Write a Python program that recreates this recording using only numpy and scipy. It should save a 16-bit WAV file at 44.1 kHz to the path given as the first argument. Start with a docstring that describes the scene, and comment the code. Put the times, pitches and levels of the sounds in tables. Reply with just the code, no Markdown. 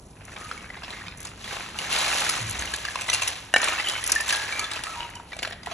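"""A large heap of dry wood chips, rummaged by hand indoors, close to a pair of microphone ports.
Single pieces clack in three noise registers plus stick modes; a heavy piece drops, bounces and is choked.
With each stroke clicks ring as tumbling chips, catch-and-slip noise scrapes, splinters flick, a stick drags.
Nearest the ports the hand rustles and thumps in the bass as it turns a piece.
Behind it lie low room noise, a wavering hum and a faint diffuse tail."""
import sys
import numpy as np
from scipy import signal
from scipy.fft import rfft, irfft
from scipy.io import wavfile

SR = 44100
rng = np.random.default_rng(int(sys.argv[2]) if len(sys.argv) > 2 else 0)


def unload_wav(signal):
    """Save mono or channel-first audio to the path in sys.argv[1] as 16-bit WAV at rate SR, clipped to [-1, 1]."""
    wavfile.write(
        sys.argv[1],
        SR,
        np.round(np.clip(np.atleast_2d(signal).T, -1, 1) * 32767).astype(np.int16),
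    )


N = 252693
TIME, HZ = np.arange(N) / SR, np.fft.rfftfreq(N, 1 / SR)

# Room noise of the quiet interior: [f/Hz, level/dB per Hz]
AIR_SPECTRUM = [(20, 0), (42, 1.5), (70, -3), (120, -2.5), (200, -7.5), (400, -12), (1000, -15.5),
                (4000, -48), (11000, -22.5), (14000, -125)]
# Hum filling the room: [f/Hz, level/dB]
HUM_TONES = [(66, -56.5), (99, -57.5)]
# Reverberation of the room: [f/Hz, t60/s]
ROOM_DECAY = [(200, 0.31), (1500, 0.9), (5000, 0.46), (12000, 0.019)]

# Low rustle of the hand, strongest while it turns a piece close by: [t/s, level/dB]
HAND_LEVEL = [(0, -55), (.5, -52.5), (1.3, -52), (1.6, -49.5), (2.5, -46), (2.9, -54.5), (3.6, -61),
              (5.1, -58), (5.45, -53.5), (5.7, -51)]
# Colour of that rustle: [f/Hz, level/dB per Hz]
HAND_SPECTRUM = [(50, 4), (100, 2), (180, 7.5), (300, 1), (600, -9.5), (2000, -45)]
# Soft thumps as the hand shifts its grip: [t/s, level/dB, starting pitch f/Hz, length/s]
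GRIP_THUMPS = [(2.406, -34.5, 120.4, 0.047), (2.474, -40, 104.8, 0.045), (2.549, -39.5, 71, 0.072),
               (2.623, -48, 97, 0.04), (2.696, -49, 67, 0.08), (2.835, -52, 68.5, 0.043)]

# Strokes of the hand through the heap, before build-up and easing:
# [start t/s, length/s, tumbling level/dB, scraping above tumbling/dB]
HAND_STROKES = [(0.117, 0.23, -49.5, -14), (0.227, 0.33, -52, -0.5), (0.31, 0.66, -44, -6),
                (0.808, 0.19, -40.5, -5.5), (1.33, 0.14, -54.5, 11), (1.165, 0.056, -42.5, -1.5),
                (1.421, 0.11, -34.5, 0), (1.556, 0.1, -42, 1.5), (1.726, 0.13, -35, 1.5),
                (1.858, 0.41, -29.5, 4.5), (2.26, 0.1, -36.5, 4.5), (2.41, 0.5, -38, 2.5),
                (2.923, 0.054, -35, -1), (3.027, 0.28, -40, 7.5), (3.554, 0.17, -29, -1.5),
                (3.77, 0.2, -34.5, -0.5), (4.005, 0.44, -35.5, 0.5), (4.241, 0.1, -35.5, 6.5),
                (4.42, 0.22, -37, 0), (4.663, 0.081, -36.5, -0.5), (4.85, 0.064, -38, 0.5),
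                (4.9, 0.015, -33.5, -6.5), (5.252, 0.028, -50, 6), (5.615, 0.17, -40, -5)]
# Many small chips knocking together: [f/Hz, level/dB per Hz]
TUMBLE_SPECTRUM = [(100, -44), (300, 0.5), (600, -4), (1000, -1), (1400, 0.5), (1900, 1), (2600, 1),
                   (3500, -13), (5000, -14.5), (9000, -16), (14000, -67)]
# Rough faces rubbing: [f/Hz, level/dB per Hz]
SCRAPE_SPECTRUM = [(100, -20), (300, -13), (800, 2.5), (1500, -0.5), (3000, 3.5), (4200, 1.5), (5200, -3.5),
                   (7500, -5.5), (10200, -9), (11500, -12), (13000, -46), (16000, -48)]
# Splinters flicked by the scraping: [f/Hz, level/dB per Hz]
SPLINTER_SPECTRUM = [(2000, -33), (4300, -6), (6000, 2.5), (8000, 3), (10200, 3.5), (11500, -12),
                     (13000, -47), (16000, -50)]
# Splinter treble against the scraping, before a fixed trim, dull when the hand digs at the far side
# of the heap: [t/s, level/dB]
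SPLINTER_TREBLE = [(0, 7), (1.5, -6), (2.3, 0), (3.6, -3), (4.2, 1.5), (4.55, -5.5), (5.7, -3)]
# Single thin splinters that catch and flick free: [t/s, level/dB]
SPLINTER_FLICKS = [(.2515, -40), (1.1738, -38.5), (1.182, -43), (1.2034, -33.5), (1.215, -39), (1.229, -36),
                   (2.4957, -26), (2.509, -24), (2.61, -30), (2.654, -32), (2.761, -28), (3.231, -29),
                   (3.281, -21), (3.644, -34), (4.064, -21), (4.0755, -19.5), (4.103, -28), (4.1188, -12),
                   (4.152, -21.5), (4.2082, -23), (4.2802, -25), (5.1, -41), (5.503, -41)]
# Colour of those single flicks: [f/Hz, level/dB per Hz]
FLICK_SPECTRUM = [(3000, -43), (6000, 2.5), (11000, 3.5), (12700, -23), (15000, -32)]
# Sticks dragged over their neighbours until they ring: [start t/s, length/s, level/dB, ring pitch f/Hz]
STICK_DRAGS = [(.36, 0.18, -49, 1250), (0.922, 0.087, -46, 2096), (3.098, 0.13, -41, 2013),
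               (3.838, 0.16, -37, 3030), (4.343, 0.2, -39.5, 1678), (4.552, 0.075, -36.5, 2334),
               (4.589, 0.055, -37, 1298), (4.61, 0.14, -42, 1672), (4.88, .075, -40, 1308),
               (4.957, .1, -39, 941), (5.152, .045, -47, 950)]
# Modes of a stick: [multiple of its ring pitch, level/dB, factor on t60]
STICK_MODES = [(1.002, 3.5, 1), (1.03, -26, 0.31), (1.585, -14, 0.77), (2.66, -6.5, 0.23), (3.14, -45, 0.3)]

# The heavy piece touches, lands and bounces: [t/s, level/dB, factor on t60, tilt/dB per octave]
HEAVY_CONTACTS = [(3.5295, -29, 0.3, 0), (3.5392, -3.5, 0.8, 0), (3.5615, -2, 0.45, -1.5),
                  (3.5654, -4, 0.17, -3)]
# Its modes, before tilt and factor on t60: [f/Hz, level/dB, t60/s]
HEAVY_MODES = [(390, -28, 0.02), (700, 0.5, 0.015), (980, -9, 0.018), (1576, 0, 0.022), (1786, -6.5, 0.09),
               (2880, -2.5, 0.034), (3900, -20.5, 0.13), (5200, -18, 0.03), (5970, -12, 0.022),
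               (7100, -7, 0.015), (8150, -12, 0.035), (10000, -4.5, 0.0087)]

# Clear clacks, before the trims of each register and of the stick modes:
# [t/s, strength level/dB, sharpness/dB (thin edge high, flat face low), burst decay/s,
#  ring above strength/dB, ring pitch f/Hz, ring t60/s]
CLEAR_CLACKS = [(0.364, -37.5, -19, 0.0025, -5, 2300, 0.06), (0.4458, -43.5, 2, 0.008, 0, 1230, 0.052),
                (0.5132, -35.5, -13, 0.002, 15, 1360, 0.01), (0.5752, -45.5, 1, 0.014, 2, 2230, 0.052),
                (0.7012, -51.5, -27, 0.0035, 17, 1980, 0.029), (0.7676, -47, -28, 0.023, 4, 2070, 0.036),
                (0.832, -38, -12, 0.013, -1, 1630, 0.02), (0.905, -36, -4.5, .0015, 2, 4000, 0.02),
                (0.9292, -42, -10, .003, 1, 1760, .03), (1.0167, -46.5, -23, 0.0026, 7.5, 1860, .04),
                (1.067, -40, -7, 0.0041, 2, 2220, 0.027), (1.082, -36.5, -9, 0.0013, -1, 2480, 0.026),
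                (1.251, -43, 12, 0.0034, -2, 6360, .02), (1.269, -41, 4, 0.01, 0, 2500, .02),
                (1.4422, -39, -1, 0.0045, 7, 3320, 0.022), (1.7878, -31, 2.5, 0.0041, 3.5, 2896, 0.028),
                (1.9256, -29, 6.5, 0.015, 2, 2770, 0.029), (1.9633, -30, -4, .003, 5, 3600, 0.028),
                (2.2914, -32.5, 12, 0.0058, -2, 1290, 0.04), (2.592, -38, 9, 0.0034, 11.5, 6480, 0.027),
                (2.6224, -29.5, -6, 0.001, 6, 1710, 0.01), (2.674, -37, -10, .003, 5, 2900, .02),
                (2.7368, -27.5, 2, 0.0069, 1, 1670, 0.029), (2.8495, -28.5, -3.5, 0.0084, 3, 1620, 0.028),
                (2.884, -36, -10, 0.0076, 12, 1690, 0.021), (2.9565, -27, -5.5, 0.0033, 5.5, 1030, 0.017),
                (3.0095, -33.5, 2.5, 0.03, 2, 2800, .02), (3.082, -34, 1, 0.0067, 2, 910, 0.018),
                (3.0878, -28, -11, 0.0054, -1, 2010, 0.06), (3.0983, -22, 0.5, 0.0055, 3.5, 5960, 0.025),
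                (3.1291, -26, 3, 0.023, -1.5, 2750, 0.07), (3.2192, -24, -2, 0.014, -6, 2680, .025),
                (3.232, -31, 0, 0.005, 6, 6150, .02), (3.2751, -26.5, 4.5, 0.0077, -13, 5970, 0.027),
                (3.563, -26.5, -3, 0.0058, 7, 2290, 0.044), (3.581, -32, 3, 0.0033, -6, 6960, .02),
                (3.616, -33, 4, 0.0065, 5, 6940, 0.03), (3.6296, -23.5, -14, 0.0069, -5, 1790, 0.031),
                (3.642, -27.5, 8, 0.0049, -4, 1800, .022), (3.6832, -25, -1.5, 0.0062, 4, 2380, 0.019),
                (3.7842, -31.5, -13, 0.017, 1.5, 2660, 0.068), (3.798, -26, -9, 0.011, 2.5, 1995, 0.032),
                (3.8424, -38, -13, 0.0044, 9, 3100, 0.038), (3.8702, -38, -10, 0.0046, 12, 2920, 0.026),
                (3.885, -30, 6.5, 0.0078, 4, 3270, 0.026), (3.896, -29.5, 5, 0.0045, -3, 3940, 0.049),
                (4.0393, -31, 7.5, 0.0035, -5, 1980, 0.055), (4.097, -33, 6, 0.0033, 1, 1570, 0.028),
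                (4.1026, -34, 2, 0.0029, 4, 2230, 0.026), (4.119, -26.5, 10.5, 0.0049, -4.5, 6030, 0.032),
                (4.159, -33.5, -1, 0.0031, 10, 1770, 0.097), (4.2004, -30.5, -5, 0.0088, 2, 1777, 0.089),
                (4.29, -25, 1, 0.0099, -2.5, 3690, 0.045), (4.3058, -23, -2, 0.0024, -1, 2680, .02),
                (4.3255, -23, 1.5, 0.011, -9.5, 1629, 0.21), (4.344, -28, -9, 0.0055, -13, 1670, .03),
                (4.524, -30, -8, 0.0026, 1.5, 2310, 0.083), (4.5935, -30.5, 8, 0.0046, 0, 2200, .04),
                (4.6412, -31.5, -2, 0.0079, 2.5, 3510, 0.045), (4.7142, -30, 0.5, 0.0036, -9, 2270, .03),
                (4.7344, -34, 2, .004, -3, 4040, 0.052), (4.759, -34.5, -8, 0.013, -1, 2600, 0.033),
                (4.837, -31.5, 4, 0.0029, -6, 2700, .015), (4.8677, -36.5, -29, 0.006, -4, 1298, 0.14),
                (5.0054, -33.5, -13, 0.0011, 6.5, 2880, 0.018), (5.029, -39, -10, 0.003, 4, 2920, 0.04),
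                (5.07, -51, -28, .004, -21, 2170, 0.034), (5.153, -45, 8, 0.0041, 0, 3040, 0.044),
                (5.168, -53, -22, 0.0024, 16, 2950, .03), (5.199, -50.5, -31, 0.0016, 15.5, 950, 0.017),
                (5.32, -44.5, -22, .005, 6.5, 1940, 0.043), (5.3301, -37, -16, 0.0045, 1, 2310, 0.051),
                (5.366, -42, 2, 0.0035, 4, 650, 0.022), (5.3894, -31.5, -5, 0.0038, -3, 2540, 0.016),
                (5.422, -40, -2, 0.0045, 4, 690, 0.018), (5.4281, -25.5, -6, 0.0046, -4.5, 2245, 0.033),
                (5.4491, -29, -14.5, 0.0045, -10, 3400, .013),
                (5.473, -34.5, -5.5, 0.0062, 0.5, 650, 0.023), (5.509, -40.5, -22, 0.0028, 4, 1760, 0.017),
                (5.5228, -36, -10, 0.0074, -1.5, 700, 0.037), (5.632, -40, -6, .003, -2, 2020, .02),
                (5.6607, -37.5, -0.5, 0.0033, 5, 1935, .034), (5.6708, -40.5, -38, 0.0025, 11, 725, 0.024),
                (5.713, -35.5, -11, 0.0088, 0, 677, 0.04)]
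# Push on the heap: [f/Hz, level/dB per Hz]
THUD_SPECTRUM = [(60, -23), (200, -9), (430, -2), (720, 7), (1100, 5), (1700, 6), (4000, -51)]
# Crack of the wood: [f/Hz, level/dB per Hz]
CRACK_SPECTRUM = [(500, -37), (1100, -4.5), (1700, -1.5), (2700, 6), (4200, 2), (5500, -4), (12000, -81)]
# Snap of thin edges: [f/Hz, level/dB per Hz]
SNAP_SPECTRUM = [(2000, -54), (4300, -1), (6000, -0.5), (8000, 2.5), (10200, 2), (11800, -18), (13000, -45),
                 (16000, -43)]

# Likeness of the two microphone ports: [f/Hz, likeness from 0 to 1]
PORT_LIKENESS = [(100, 1), (400, 0.97), (800, 0.61), (1300, 0.76), (1800, 1), (2400, 0.64), (3100, 0.11),
                 (3900, 0.77), (5000, 0.8), (6000, 0.98), (7200, 0.84), (9200, 1), (11000, 0.76)]
# Phase by which the left port leads, before it fades out in the bass: [f/Hz, lead/rad]
PORT_LEAD = [(300, -.1), (800, -.25), (1500, 0), (2200, .2), (2600, .9), (4100, .95), (4650, 2.3),
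             (5250, 5.1), (5700, 6.2), (6200, 6.4), (8500, 9.3), (9600, 9.5), (11800, 12.5)]

HUM_WAVER = 0.4  # rms share by which the hum swells and sinks
# A stroke builds up, eases off as the chips give way, then the heap settles.
PUSH_S, EASE_DB_PER_S, SETTLE_DB_PER_S = 0.096, 7.5, 69
CREEP_DB, CREEP_SCRAPE_DB = -91, -62.5  # chips creep faintly between strokes
DRAG_RING_CYCLES = 115  # cycles for a 60 dB fall, before each mode's factor
THUD_PER_SHARP = 0.55  # dB of thud lost per dB of sharpness: a thin edge pushes the heap less
# Ports: bass heard in step, lower and upper roll-off, band limit
MONO_HZ, LOW_HZ, TOP_HZ, EDGE_HZ = 400, 35, 13400, 15600


def gain_of(db):
    """Decibels to amplitude."""
    return 10 ** (np.asarray(db) / 20)


def evened(x):
    """Scales to an rms of one."""
    return x / np.sqrt(np.mean(x ** 2) + 1e-20)


def read(points, hz):
    """Reads a table on a log-frequency axis."""
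    f, value = np.transpose(points)
    return np.interp(np.log(hz + 1), np.log(f + 1), value)


def follow(rows):
    """Each column of a curve, at every sample."""
    s, *columns = np.transpose(rows)
    return [np.interp(TIME, s, column) for column in columns]


def add(mix, s, sound):
    """Mixes a sound in at a time in seconds."""
    part = mix[:, max(round(s * SR), 0):][:, :sound.shape[-1]]
    part += sound[..., :part.shape[1]]


def waver(rate_hz):
    """Slow chance with an rms of one."""
    return evened(irfft(rfft(rng.standard_normal(N)) * np.exp(-(HZ / rate_hz) ** 2), N))


def colour(pair, spectrum):
    """Gives two unrelated signals a spectrum and the likeness of the two ports."""
    common, apart = rfft(pair) * gain_of(read(spectrum, HZ))
    same = np.clip(read(PORT_LIKENESS, HZ), 0, 1)
    mid = common * np.sqrt(1 + same)
    side = apart * np.sqrt(1 - same)
    return evened(irfft([mid + side, mid - side], N))


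def noise(spectrum):
    """Steady noise at both ports."""
    return colour(rng.standard_normal((2, N)), spectrum)


def contacts(per_s, spread_db):
    """Random clicks as surfaces touch: many small, a few large unless the spread is zero."""
    size = gain_of(spread_db * np.minimum(rng.exponential(1, N), 3.5))
    return size * (rng.random(N) < per_s / SR)


def chips(hits, low_hz, high_hz, t60, tick, count=40):
    """Shares clicks among many chips; each ticks and rings for a moment at four pitches of its own."""
    chip, t = rng.integers(0, count, N), np.arange(SR // 8) / SR
    out = np.zeros((2, N))
    pitches = rng.permutation(np.linspace(low_hz, high_hz, 4 * count)).reshape(count, 4)
    ring_times = t60 * rng.uniform(.5, 1.6, count)
    for k, (modes, lasting) in enumerate(zip(pitches, ring_times)):
        ring = 0
        for hz in modes:
            phase = rng.uniform(0, 2 * np.pi, (2, 1))
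            ring = ring + np.sin(2 * np.pi * hz * t + phase)
        ring = ring * gain_of(-60 * t / lasting)
        crack = rng.standard_normal((2, len(t))) * np.exp(-t / 0.0015)
        one_chip = evened(ring) + tick * evened(crack)
        own_hits = hits * (chip == k)
        out += signal.oaconvolve(own_hits[None], one_chip, axes=1)[:, :N]
    return out


def background(air_db=-49):
    """Low room noise behind the heap, and hum tones that waver in level and phase."""
    hum = 0
    for hz, db in HUM_TONES:
        drift = waver(5.1)
        tone = (1 + HUM_WAVER * drift) * np.sin(2 * np.pi * hz * TIME + drift)
        hum = hum + gain_of(db) * evened(tone)
    return gain_of(air_db) * noise(AIR_SPECTRUM) + hum


def room(x, wet_db=-15):
    """A faint diffuse tail whose treble dies first: noise decaying band by band."""
    burst = noise([(100, 0), (12000, 0)])[:, :SR // 2]
    hz, t, z = signal.stft(burst, SR, nperseg=256)
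    decay = gain_of(-60 * t / read(ROOM_DECAY, hz)[:, None])
    z = z * decay * (1 - np.exp(-t / 0.0019))  # the tail builds up softly
    tail = signal.istft(z, SR, nperseg=256)[1]
    tail = tail / np.linalg.norm(tail[0])
    return gain_of(wet_db) * signal.fftconvolve(x.mean(0)[None], tail, axes=1)[:, :N]


def rustle():
    """The hand's low rustle close to the ports: bass-heavy noise that follows its handling."""
    return gain_of(follow(HAND_LEVEL)[0]) * noise(HAND_SPECTRUM)


def thumps(sag_per_s=2.0, rough=0.33):
    """Soft, uneven low bumps as the hand shifts its grip; each swells, sags in pitch and dies."""
    out, t = np.zeros((2, N)), np.arange(SR // 3) / SR
    for s, db, hz, length in GRIP_THUMPS:
        wobble = rough * waver(70)[:len(t)]
        drift = rough * waver(70)[:len(t)]
        u = (2 * t / length) ** 2
        swell = np.sqrt(2 * u) * np.exp(1 - np.sqrt(u))  # fullest at half the length
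        turns = np.cumsum(hz * np.exp(-sag_per_s * t)) / SR
        tone = np.sin(2 * np.pi * turns + drift)
        add(out, s, gain_of(db) * swell * (1 + wobble) * tone)
    return out


def motion(start, length, db):
    """Amplitude of one stroke: it builds up, eases off and dies away."""
    t = np.maximum(TIME - start, 0)
    settling = SETTLE_DB_PER_S * np.maximum(t - length, 0)
    return np.minimum(t / PUSH_S, 1) * gain_of(db - EASE_DB_PER_S * t - settling)


def strokes():
    """Levels in dB of tumbling and of scraping, powers summed over all strokes."""
    tumble, scrape = gain_of(CREEP_DB) ** 2, gain_of(CREEP_SCRAPE_DB) ** 2
    for start, length, db, scrape_db in HAND_STROKES:
        power = motion(start, length, db) ** 2
        tumble = tumble + power
        scrape = scrape + power * gain_of(scrape_db) ** 2
    return 10 * np.log10(tumble), 10 * np.log10(scrape)


def scraping(level_db, rub_db=0.0, splinter_db=-4):
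    """Rough faces catch and slip in tiny bursts, and flick thin splinters."""
    slip_s, smooth = .0022, .45
    catches = contacts(per_s=980, spread_db=0.0) ** 2
    slips = signal.lfilter([1], [1, -np.exp(-2 / (slip_s * SR))], catches)
    grip = np.sqrt(slips / slips.mean() + smooth ** 2)
    rub = colour(grip * rng.standard_normal((2, N)), SCRAPE_SPECTRUM)
    snaps = contacts(per_s=600, spread_db=4.0)
    ticks = chips(snaps, low_hz=3500, high_hz=12000, t60=.016, tick=1.0)
    splinters = colour(ticks, SPLINTER_SPECTRUM)
    treble = gain_of(splinter_db + follow(SPLINTER_TREBLE)[0])
    return gain_of(level_db) * (gain_of(rub_db) * rub + treble * splinters)


def tumbling(level_db, trim_db=0):
    """Small chips knock together as the heap shifts; their neighbours damp them at once."""
    hits = contacts(per_s=400, spread_db=4.2)
    knocks = chips(hits, low_hz=550, high_hz=5200, t60=.02, tick=.9, count=30)
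    return gain_of(level_db + trim_db) * colour(knocks, TUMBLE_SPECTRUM)


def flicks(rise_s=0.00055, decay_s=0.0029):
    """Each splinter catches and flicks free with one thin, bright tick of noise."""
    out, t, grain = np.zeros((2, N)), np.arange(SR // 25) / SR, noise(FLICK_SPECTRUM)
    shape = (1 - np.exp(-t / rise_s)) * np.exp(-t / decay_s)
    for s, db in SPLINTER_FLICKS:
        tick = grain[:, round(s * SR):][:, :len(t)] * shape
        add(out, s, gain_of(db) * evened(tick) / evened(shape).max())
    return out


def dragging():
    """A stick is dragged over the chips; the small bumps keep its modes ringing unevenly."""
    out, t = np.zeros((2, N)), np.arange(SR // 4) / SR
    bumps = contacts(per_s=450, spread_db=2.0) * rng.choice([-1, 1], N)
    for start, length, db, hz in STICK_DRAGS:
        t60 = DRAG_RING_CYCLES / hz
        ring = 0
        for multiple, mode_db, lasting in STICK_MODES:
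            decay = gain_of(mode_db - 60 * t / (t60 * lasting))
            ring = ring + decay * np.sin(2 * np.pi * hz * multiple * t)
        drive = bumps[round(start * SR):][:round(length * SR)]
        drive = drive * np.linspace(1, .5, len(drive))  # the pull eases as the stick comes free
        sound = signal.fftconvolve(drive, ring)
        add(out, start, gain_of(db) * sound / (sound[:len(drive)].std() + 1e-9))
    return out


def drop(tick_db=-20, crunch_db=-13, skew=0.72, lowest_hz=200, push_db=-15):
    """The heavy piece rings freely at first; the heap crunches under it and damps it as it settles."""
    out, t = np.zeros((2, N)), np.arange(SR // 4) / SR
    rise_s, tick_s, crunch_s, push_s, choke_s = .0008, .0022, .002, .002, .0025
    grit, heap, push = noise(SNAP_SPECTRUM), noise(CRACK_SPECTRUM), noise(THUD_SPECTRUM)
    for s, level_db, lasting, tilt_db in HEAVY_CONTACTS:
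        out = out * np.exp(-np.maximum(TIME - s, 0) / choke_s)  # a new contact chokes the earlier ring
        part = slice(round(s * SR), round(s * SR) + len(t))
        sound = gain_of(tick_db) * grit[:, part] * np.exp(-t / tick_s)
        sound = sound + gain_of(crunch_db) * heap[:, part] * np.exp(-t / crunch_s)
        push_gain = gain_of(push_db - tilt_db / 2)  # flat landings push the heap harder
        sound = sound + push_gain * push[:, part] * np.exp(-t / push_s)
        for hz, db, t60 in HEAVY_MODES:
            phase = skew * (2 * rng.random((2, 1)) - 1)  # each mode radiates its own way
            tilted_db = db + tilt_db * np.log2(hz / 1800)
            decay = gain_of(tilted_db - 60 * t / (t60 * lasting))
            sound = sound + decay * np.sin(2 * np.pi * hz * t + phase)
        add(out, s, gain_of(level_db) * sound * (1 - np.exp(-t / rise_s)))
    highpass = signal.butter(2, lowest_hz, "highpass", fs=SR, output="sos")
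    return signal.sosfilt(highpass, out)  # the drop keeps little bass below its lowest pitch


def clacks(crack_db=-1, thud_db=-10, snap_db=-1, ring_db=6, thud_share=0.55, snap_share=0.64,
           rise_s=0.0013, settle_db=-23, settle_s=0.046, graze_db=-17, graze_s=.0012, ripple_db=4.5):
    """A piece grazes its neighbour, strikes with a short burst in three registers, and rings
    unevenly as it rocks."""
    lead, size = SR // 50, 16384  # samples before the blow, and in all
    out, t = np.zeros((2, N)), (np.arange(size) - lead) / SR
    after, bins = np.maximum(t, 0), np.fft.rfftfreq(size, 1 / SR)
    attack = 1 - np.exp(-after / rise_s)
    blow = slice(lead, lead + SR // 200)  # the blow itself lasts 5 ms
    graze = gain_of(graze_db) * np.exp(-abs(t) / graze_s)
    settle = gain_of(settle_db) * np.exp(-after / settle_s)  # neighbours rattle on
    registers = [(noise(CRACK_SPECTRUM), crack_db, 1), (noise(THUD_SPECTRUM), thud_db, thud_share),
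                 (noise(SNAP_SPECTRUM), snap_db, snap_share)]
    rocking = .2 * waver(90)
    chatter = gain_of(3.5 * waver(450))  # rough edges touch several times in one blow
    chance = rng.random((len(CLEAR_CLACKS), 2, len(STICK_MODES)))
    shapes = rng.uniform(-1, 1, (len(CLEAR_CLACKS), 48))
    for row, (phases, sides), shape in zip(CLEAR_CLACKS, chance, shapes):
        s, strength_db, sharp_db, burst_s, ringing_db, hz, t60 = row
        blows = strength_db + sharp_db * np.array([0, -THUD_PER_SHARP, 1])  # crack, thud, snap
        start, sound = int(phases[0] * (N - size)), 0
        part = slice(start, start + size)
        # every piece has its own colour
        ripple = np.interp(bins, np.geomspace(400, 14000, len(shape)), shape)
        body = gain_of(ripple_db * evened(ripple))
        for blow_db, (grain, trim_db, share) in zip(blows, registers):
            envelope = graze + attack * (np.exp(-after / (burst_s * share)) + settle)
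            burst = irfft(rfft(grain[:, part]) * body) * envelope * chatter[part]
            sound = sound + gain_of(blow_db + trim_db) * burst / burst[:, blow].std()
        ring_gain = gain_of(strength_db + ringing_db + ring_db)
        ringing = attack * (1 + rocking[part]) * ring_gain
        for (multiple, db, lasting), phase, side in zip(STICK_MODES, phases, sides):
            mode_hz = hz * multiple
            skew = np.array([[.6], [-.6]]) * (side - .5)  # each mode radiates its own way
            # modes from a quarter of the sample rate up are left out
            mode = np.sin(2 * np.pi * (mode_hz * t + phase) + skew) * (mode_hz < SR / 4)
            sound = sound + ringing * mode * gain_of(db - 60 * after / (t60 * lasting))
        add(out, s + t[0], sound)
    return out


def scene():
    """The heap in its room, with the hand close to the ports."""
    tumble_db, scrape_db = strokes()
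    moving = scraping(scrape_db) + tumbling(tumble_db) + dragging()
    wood = moving + flicks() + drop() + clacks()
    return background() + room(wood) + rustle() + thumps() + wood


def record(dry):
    """The ports hear the bass alike and the treble out of step; peaks round off, both ends fall
    away, then the band limit."""
    lead = read(PORT_LEAD, HZ) * (1 - np.exp(-(HZ / MONO_HZ) ** 2))
    ports = irfft(rfft(dry) * np.exp(.5j * lead * np.array([[1], [-1]])), N)
    ports = ports / (1 + (ports / .88) ** 6) ** (1 / 6)
    passband = (1 - np.exp(-(HZ / LOW_HZ) ** 4)) / np.sqrt(1 + (HZ / TOP_HZ) ** 24)
    ports = irfft(rfft(ports) * passband, N)
    band_limit = signal.firwin(511, EDGE_HZ, window=("kaiser", 9), fs=SR)
    return signal.oaconvolve(ports, band_limit[None], "same")


dry = scene()
out = record(dry)
unload_wav(out)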